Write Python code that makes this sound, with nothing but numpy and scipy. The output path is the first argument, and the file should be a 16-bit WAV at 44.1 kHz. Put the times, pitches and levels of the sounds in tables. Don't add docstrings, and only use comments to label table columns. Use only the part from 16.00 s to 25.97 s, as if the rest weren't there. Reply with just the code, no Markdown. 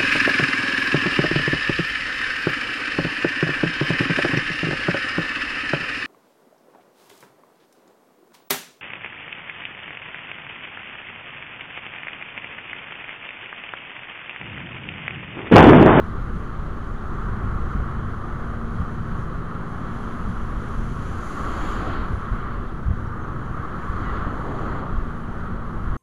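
import sys
import numpy as np
from scipy import signal
from scipy.fft import rfft, irfft, next_fast_len
from scipy.io import wavfile
from scipy.ndimage import uniform_filter1d, map_coordinates

SR = 44100
rng = np.random.default_rng(int(sys.argv[2]) if len(sys.argv) > 2 else 0)


def generate_wav(signal):
    frames = np.transpose(np.atleast_2d(signal))
    scaled = np.clip(frames, -1, 1) * 32767
    pcm = np.round(scaled).astype(np.int16)
    wavfile.write(sys.argv[1], SR, pcm)


def amplitude_ratio(level_db):
    exponent = np.asarray(level_db, float) / 20
    return 10 ** exponent


N = 439677

# start_s, coarseness_db, wetness_db
ROAD = [(0, -0.5, 0.5), (.97, -1.5, 0.5), (1.11, 2, .5), (2.6, 1.5, 0), (2.72, -1, .5), (2.8, 1, 1),
        (3.35, 1, 0.5), (3.62, 0.5, -0.5), (3.8, 2, 2.5), (4.3, 0.5, 2), (5, -0.5, 2.5), (6.6, -3, -1),
        (6.9, -0.5, -1.5), (7.15, 0.5, -3.5), (9.2, 1, -0.5), (9.33, 0.5, 0), (9.6, 0.5, -2),
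        (9.97, 2.5, 0.5)]
# freq_hz, density_db_per_hz
TREAD = [(150, -11.5), (250, -2), (390, -3.5), (480, -8), (640, -13.5), (900, -11), (2000, -10.5),
         (5000, -15.5)]
# freq_hz, gain_db
CASE = [(850, -1), (1000, 4.5), (1120, 12.5), (1230, 12), (1350, 11.5), (1600, 3.5), (1950, -3.5),
        (2400, -13), (2850, -13), (3200, -9.5), (3600, -16.5), (4200, -15.5), (4700, -21), (5150, -25.5)]
# nose_abreast_s, length_s, roar_db, rumble_db, water_db
TRAFFIC = [
    (5.524, 0.4, -33, -35.5, -44.5),
    (6.27, .26, -37, -41.5, -55.5),
    (8.01, 0.16, -34.5, -39.5, -51),
    (8.46, 0.31, -37, -35.5, -52.5),
]
# freq_hz, density_db_per_hz
FLANK = [(180, -40), (260, -1), (450, -11), (750, -5.5), (1000, -14.5), (1500, -42), (3000, -120)]
# freq_hz, gain_db
VENT = [(3500, -18), (4800, -5), (5200, -8.5), (5900, -2.5), (6500, -2), (7300, -6.5), (7900, -12),
        (9000, -12), (9900, -7.5), (10500, -5), (11100, -13), (12400, -20), (14300, -27), (15700, -40)]
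# freq_hz, gain_db
FAN_TINT = [(4400, 11), (5200, -2), (6000, -1), (7100, 9.5), (8500, -4), (10400, 1), (12000, 0), (13200, 6),
            (14300, 14), (15000, 13), (15700, 10)]
# start_s, hold_s, level_db
FANS = [
    (5.594, 0.13, -53.5),
    (8.12, .05, -69),
    (8.6, .15, -67.5),
]
# start_s, firing_hz, throttle_db
ENGINE = [(0, 30.7, -46.5), (1, 28.5, -48), (2, 26.7, -42), (2.6, 28.5, -48.5), (3.1, 29.8, -41.5),
          (3.6, 31.6, -45), (4.1, 23.6, -49), (5.1, 29.6, -42), (5.6, 28, -54.5), (6.6, 28.2, -47),
          (7.2, 26, -44.5), (7.6, 27.6, -48.5), (8.1, 29.4, -47), (8.8, 28.6, -44.5), (9.4, 30.6, -51.5),
          (9.97, 27.4, -42.5)]
# order, level_db
PIPE = [(2, -1.5), (3, 2.5), (4, 2), (5, 4.5), (6, -7), (7, -11), (9, -25), (12, -10.5)]
# start_s, pitch_hz, level_db
LEADER = [(0, 225.3, -44), (.9, 225.2, -44.5), (1.4, 222.1, -41), (2, 225.8, -43), (2.9, 229.4, -39),
          (3.3, 231.1, -43), (4.8, 228.2, -40), (5.3, 229.1, -43.5), (6.3, 230.6, -42), (6.7, 234.2, -44),
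          (7.8, 231, -46.5), (9, 231.7, -44), (9.97, 230.9, -41)]
# start_s, pitch_hz, level_db
SECOND = [(0, 167.3, -49), (1.6, 169, -57), (2.4, 170.7, -49), (2.9, 167.2, -44), (3.9, 176.4, -38.5),
          (5.2, 178.7, -56), (6.8, 179.8, -52), (7.6, 182.3, -44.5), (8.6, 180, -49.5), (9.7, 177, -41.5),
          (9.97, 177.4, -44)]
# start_s, strength_db
WIND = [(0, -29.5), (.75, -34), (1.4, -27), (1.9, -32.5), (2.55, -32.5), (3.2, -32.5), (3.6, -36.5),
        (4.3, -31.5), (5.3, -32), (5.7, -28), (6.5, -33.5), (7.3, -33), (7.75, -33.5), (8.3, -27.5),
        (8.8, -34), (9.4, -32.5), (9.97, -30)]
# freq_hz, density_db_per_hz
BUFFET = [(2, -48), (4, -1), (16, 8.5), (45, 9), (70, 3.5), (120, -12), (300, -62), (900, -120)]
# freq_hz, density_db_per_hz
FLUTTER = [(35, -48), (65, -3.5), (100, 3), (150, -3.5), (200, -1.5), (280, -22.5), (500, -54),
           (1500, -120)]
# peak_s, slow_db, fast_db
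EDDIES = [(.6, -27, -52), (.94, -36, -44), (1.34, -32, -29), (1.46, -30, -31), (1.62, -25, -40),
          (1.79, -22, -24), (2.3, -30, -38), (2.47, -33, -47), (2.8, -30, -21.5), (3.13, -33, -38),
          (3.36, -31, -36), (4.28, -29, -26.5), (4.44, -29, -37), (4.58, -23, -27.5), (4.91, -25, -27),
          (5.22, -33, -41), (5.64, -35, -41), (6.0, -19, -30), (6.12, -34, -28), (6.34, -33, -23.5),
          (6.89, -33, -19.5), (7.02, -24.5, -32), (6.6, -29, -37), (7.92, -29, -39), (8.55, -35, -39),
          (8.97, -19, -30), (9.89, -27, -38)]
# peak_s, peak_db, push_hz, direction
BUMPS = [(1.528, -20, 60, -1), (1.804, -18, 60, 1), (1.828, -19, 65, -1), (2.805, -18, 66, -1),
         (4.581, -17, 45, 1), (4.912, -19, 35, 1), (5.995, -18, 34, -1), (7.902, -17, 50, -1),
         (8.135, -18, 43, 1), (9.028, -18, 28, -1), (6.137, -18, 50, -1), (6.145, -18, 45, 1),
         (6.321, -14, 45, -1), (6.334, -18, 40, 1), (8.981, -14, 28, -1), (6.869, -15, 48, -1),
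         (6.885, -11, 72, -1), (6.907, -15, 60, -1), (6.914, -20, 70, 1), (8.989, -19, 65, 1)]
# start_s, length_s, start_hz, end_hz, level_db
BIRD = [
    (7.062, 0.021, 5750, 5610, -67),
    (7.112, .025, 5710, 5520, -71),
    (7.214, .024, 6300, 6400, -61),
    (7.24, 0.011, 6260, 6150, -62),
    (7.277, .014, 6300, 6250, -65),
    (7.295, 0.049, 6210, 6050, -73),
]
# start_s, length_s, start_hz, end_hz, level_db
VAN_WHINE = [
    (8.045, 0.0927, 1990, 1900, -41),
    (9.3, .19, 1890, 1700, -58),
    (8.02, 0.14, 3030, 2700, -58),
]
# start_s, peak_db
DROPS = [
    (6.532, -53),
    (8.686, -58),
]
# freq_hz, density_db_per_hz
SELF_NOISE = [(3000, -60), (7000, -1), (12000, -3), (14300, -3), (15700, -9)]
# pitch_hz, level_db
WHISTLES = [(5023, -90), (12920, -102)]

SPLITS_HZ = (900, 2100, 5100)
TYRE_DB = (-39.5, -40, -56)
COARSE_SHARE, WET_SHARE = (0.57, 1.3, 0.18), (0.12, 0.1, 0.9)
SEAMS_DB, PUDDLES_DB = 1.1, 0.7
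LANE_M, CLOSING_M_S = 3.85, 22.8
SHADOW = 2.7
RUMBLE_LAG_S = 0.057
WATER_LAG = 0.39
MIST_DB, MIST_SHARE = -69, 1
MIST_UNDER_DB, MIST_GROWS = -59.5, 1.64
MIST_REACH_S, MIST_EARLY_S, MIST_FADE_DB_S = 0.47, 0.078, 19
FAN_RISE_DB_S, FAN_FALL_DB_S = 22, 52
FLUTTER_DB, FLUTTER_GROWS = -33.5, 0.67
EDDY_S = 0.029
OFFSET = -0.021
FADE_S = 0.003


def unit(x):
    return x / np.sqrt(np.mean(x ** 2) + 1e-20)


def along(points, hz):
    f, v = np.transpose(points)
    return np.interp(np.log(hz + 1), np.log(f + 1), v)


def curves(rows):
    s, *cols = np.transpose(rows)
    return [np.interp(np.arange(N) / SR, s, c) for c in cols]


def wobble(rate_hz):
    knots = rng.standard_normal(int(N * rate_hz / SR) + 4)
    return map_coordinates(knots, [np.arange(N) * rate_hz / SR])


def rush(gain, patchy_db):
    z = signal.stft(rng.standard_normal(N + 512), nperseg=512)[2]
    field = uniform_filter1d(rng.standard_normal(z.shape), size=4, axis=0)
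    field = uniform_filter1d(field, size=16, axis=1)
    x = signal.istft(z * amplitude_ratio(patchy_db * unit(field)), nperseg=512)[1]
    m = next_fast_len(N + 8192)
    spectrum = rfft(x, m) * gain(np.fft.rfftfreq(m, 1 / SR))
    return unit(irfft(spectrum, m)[:N])


def tone(turns, level_db, rough):
    size = amplitude_ratio(level_db + 6 * rough * wobble(6))
    phase_turns = turns + rng.random() + rough * wobble(8) / 4
    return np.sqrt(2) * size * np.sin(2 * np.pi * phase_turns)


def summed(*levels_db):
    return 10 * np.log10(sum(amplitude_ratio(db) ** 2 for db in levels_db))


def passing(nose_s, length_s):
    t = np.arange(N) / SR
    ahead_s = np.clip(nose_s - t, 0, None)
    behind_s = np.clip(t - nose_s - length_s, 0, None)
    gap_m = CLOSING_M_S * (ahead_s + SHADOW * behind_s)
    return -10 * np.log10(1 + (gap_m / LANE_M) ** 2)


def tyre_levels():
    coarse_db, wet_db = curves(ROAD)
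    own = [db + a * coarse_db + b * wet_db for db, a, b in zip(TYRE_DB, COARSE_SHARE, WET_SHARE)]
    rumble = [db + passing(s + RUMBLE_LAG_S, n) for s, n, _, db, _ in TRAFFIC]
    roar = [db + passing(s, n) for s, n, db, _, _ in TRAFFIC]
    water = [db + passing(s + WATER_LAG * n, n * (1 - WATER_LAG)) for s, n, _, _, db in TRAFFIC]
    return [summed(mine, *theirs) for mine, theirs in zip(own, (rumble, roar, water))]


def road(firing_turns):
    def below(hz, edge_hz):
        return 1 / (1 + (hz / edge_hz) ** 12)

    edges_hz = (1e-3, *SPLITS_HZ)
    total = np.zeros(N)
    for level_db, lo, hi, patchy_db in zip(tyre_levels(), edges_hz, edges_hz[1:], (0.6, 0.8, 0.9)):
        def gain(hz):
            band = np.sqrt(abs(below(hz, hi) - below(hz, lo)))
            return amplitude_ratio(along(TREAD, hz) + along(CASE, hz)) * band
        total += amplitude_ratio(level_db) * rush(gain, patchy_db)
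    beat = 1 + 0.067 * np.cos(2 * np.pi * firing_turns)
    return total * beat * amplitude_ratio(SEAMS_DB / 2 * wobble(7))


def flanks():
    rumble_db = uniform_filter1d(tyre_levels()[0], size=SR // 8)
    boom_db = -40.5 + 2 * (rumble_db + 34.5) + 2 * SEAMS_DB * wobble(7)
    return amplitude_ratio(boom_db) * rush(lambda hz: amplitude_ratio(along(FLANK, hz)), patchy_db=1.4)


def mist_db():
    t = np.arange(N) / SR
    top_db = TRAFFIC[0][-1]
    clouds = []
    for nose_s, *_, water_db in TRAFFIC:
        late_s = t - nose_s + MIST_EARLY_S
        near_db = 10 * np.log10(1 + (late_s / MIST_REACH_S) ** 2)
        loss_db = np.where(late_s < 0, near_db, MIST_FADE_DB_S * late_s)
        clouds.append(MIST_UNDER_DB + MIST_GROWS * (water_db - top_db) - loss_db)
    return summed(MIST_DB + MIST_SHARE * curves(ROAD)[1], *clouds)


def fan_db():
    t = np.arange(N) / SR
    fans = []
    for s, hold_s, db in FANS:
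        rise_db = FAN_RISE_DB_S * np.minimum(t - s, 0)
        fall_db = FAN_FALL_DB_S * np.clip(t - s - hold_s, 0, None)
        fans.append(db + rise_db - fall_db)
    return summed(*fans)


def spray():
    def vent(hz):
        return amplitude_ratio(along(VENT, hz)) * (hz > 3000)

    mist = amplitude_ratio(mist_db()) * rush(vent, patchy_db=1.05)
    fans = amplitude_ratio(fan_db()) * rush(lambda hz: vent(hz) * amplitude_ratio(along(FAN_TINT, hz)), patchy_db=0.0)
    droplets = amplitude_ratio(0.5 * wobble(14) + 0.5 * wobble(350))
    return unit(droplets * amplitude_ratio(PUDDLES_DB * wobble(7))) * (mist + fans)


def engine(firing_turns, throttle_db):
    return sum(tone(round(k) * firing_turns, throttle_db + db, rough=0.45) for k, db in PIPE)


def bikes_ahead():
    drones = map(curves, (LEADER, SECOND))
    return sum(tone(np.cumsum(hz) / SR, db, rough=0.28) for hz, db in drones)


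def wind_levels():
    strength_db, = curves(WIND)
    flutter_db = FLUTTER_DB + FLUTTER_GROWS * (strength_db + 32.5)
    t = np.arange(N) / SR
    shape = [np.exp(-np.clip(((t - s) / EDDY_S) ** 2, 0, 30)) for s, _, _ in EDDIES]
    slow, fast = (amplitude_ratio(np.array(EDDIES)[:, k]) ** 2 @ shape for k in (1, 2))
    return [10 * np.log10(amplitude_ratio(db) ** 2 + burst) for db, burst in ((strength_db, slow), (flutter_db, fast))]


def wind():
    buffet_db, flutter_db = wind_levels()
    lumps = wobble(14)
    buffet = unit(amplitude_ratio(0.84 * lumps) * rush(lambda hz: amplitude_ratio(along(BUFFET, hz)), patchy_db=-0.1))
    flutter = unit(amplitude_ratio(1.7 * lumps) * rush(lambda hz: amplitude_ratio(along(FLUTTER, hz)), patchy_db=0.7))
    return amplitude_ratio(buffet_db + 0.7) * buffet + amplitude_ratio(flutter_db - 2.5) * flutter


def bumps():
    t = np.arange(N) / SR
    out = np.zeros(N)
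    for s, db, push_hz, way in BUMPS:
        near = slice(round(s * SR) - SR // 20, round(s * SR) + SR // 20)
        u = (4.7 * push_hz * (t[near] - s)) ** 2
        out[near] += np.sign(way) * amplitude_ratio(db) * (2 * np.exp(-u) - np.exp(-u / 4))
    return out


def glides(rows):
    out = np.zeros(N)
    for s, length_s, start_hz, end_hz, db in rows:
        n = round(length_s * SR)
        turns = np.cumsum(np.linspace(start_hz, end_hz, n)) / SR
        size = amplitude_ratio(db + 2.0 + 3.1 * wobble(237)[:n]) * np.sqrt(np.hanning(n))
        out[round(s * SR):][:n] += size * np.sin(2 * np.pi * turns)
    return out


def drops():
    out = np.zeros(N)
    t = np.arange(SR // 100) / SR
    for s, db in DROPS:
        crack = np.diff(rng.standard_normal(len(t) + 1)) * amplitude_ratio(-60 * t / 0.004)
        out[round(s * SR):][:len(t)] += amplitude_ratio(db - 6) * crack
    return out


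def scene():
    firing_hz, throttle_db = curves(ENGINE)
    firing_turns = np.cumsum(firing_hz) / SR
    traffic_and_tyres = road(firing_turns) + flanks() + spray()
    motors = engine(firing_turns, throttle_db) + bikes_ahead()
    jolts = bumps()
    slack = 1 / (1 + 25 * abs(uniform_filter1d(abs(jolts), size=SR // 25)))
    small = glides(BIRD) + glides(VAN_WHINE) + drops()
    return (traffic_and_tyres + motors + slack * wind() + jolts + small)[None]


def low_pass(x):
    return signal.sosfilt(signal.butter(12, 15700, fs=SR, output="sos"), x)


def record(dry):
    t = np.arange(N) / SR
    whistles = sum(tone(hz * t, db, rough=0.1) for hz, db in WHISTLES)
    hiss = amplitude_ratio(-78.0) * rush(lambda hz: amplitude_ratio(along(SELF_NOISE, hz)) * (hz > 3000), patchy_db=0.0)
    gate = np.sin(np.pi / 2 * np.clip(np.minimum(t, t[::-1]) / FADE_S, 0, 1)) ** 2
    return low_pass(gate * (dry + OFFSET + whistles + hiss))


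dry = scene()
out = record(dry)
generate_wav(out)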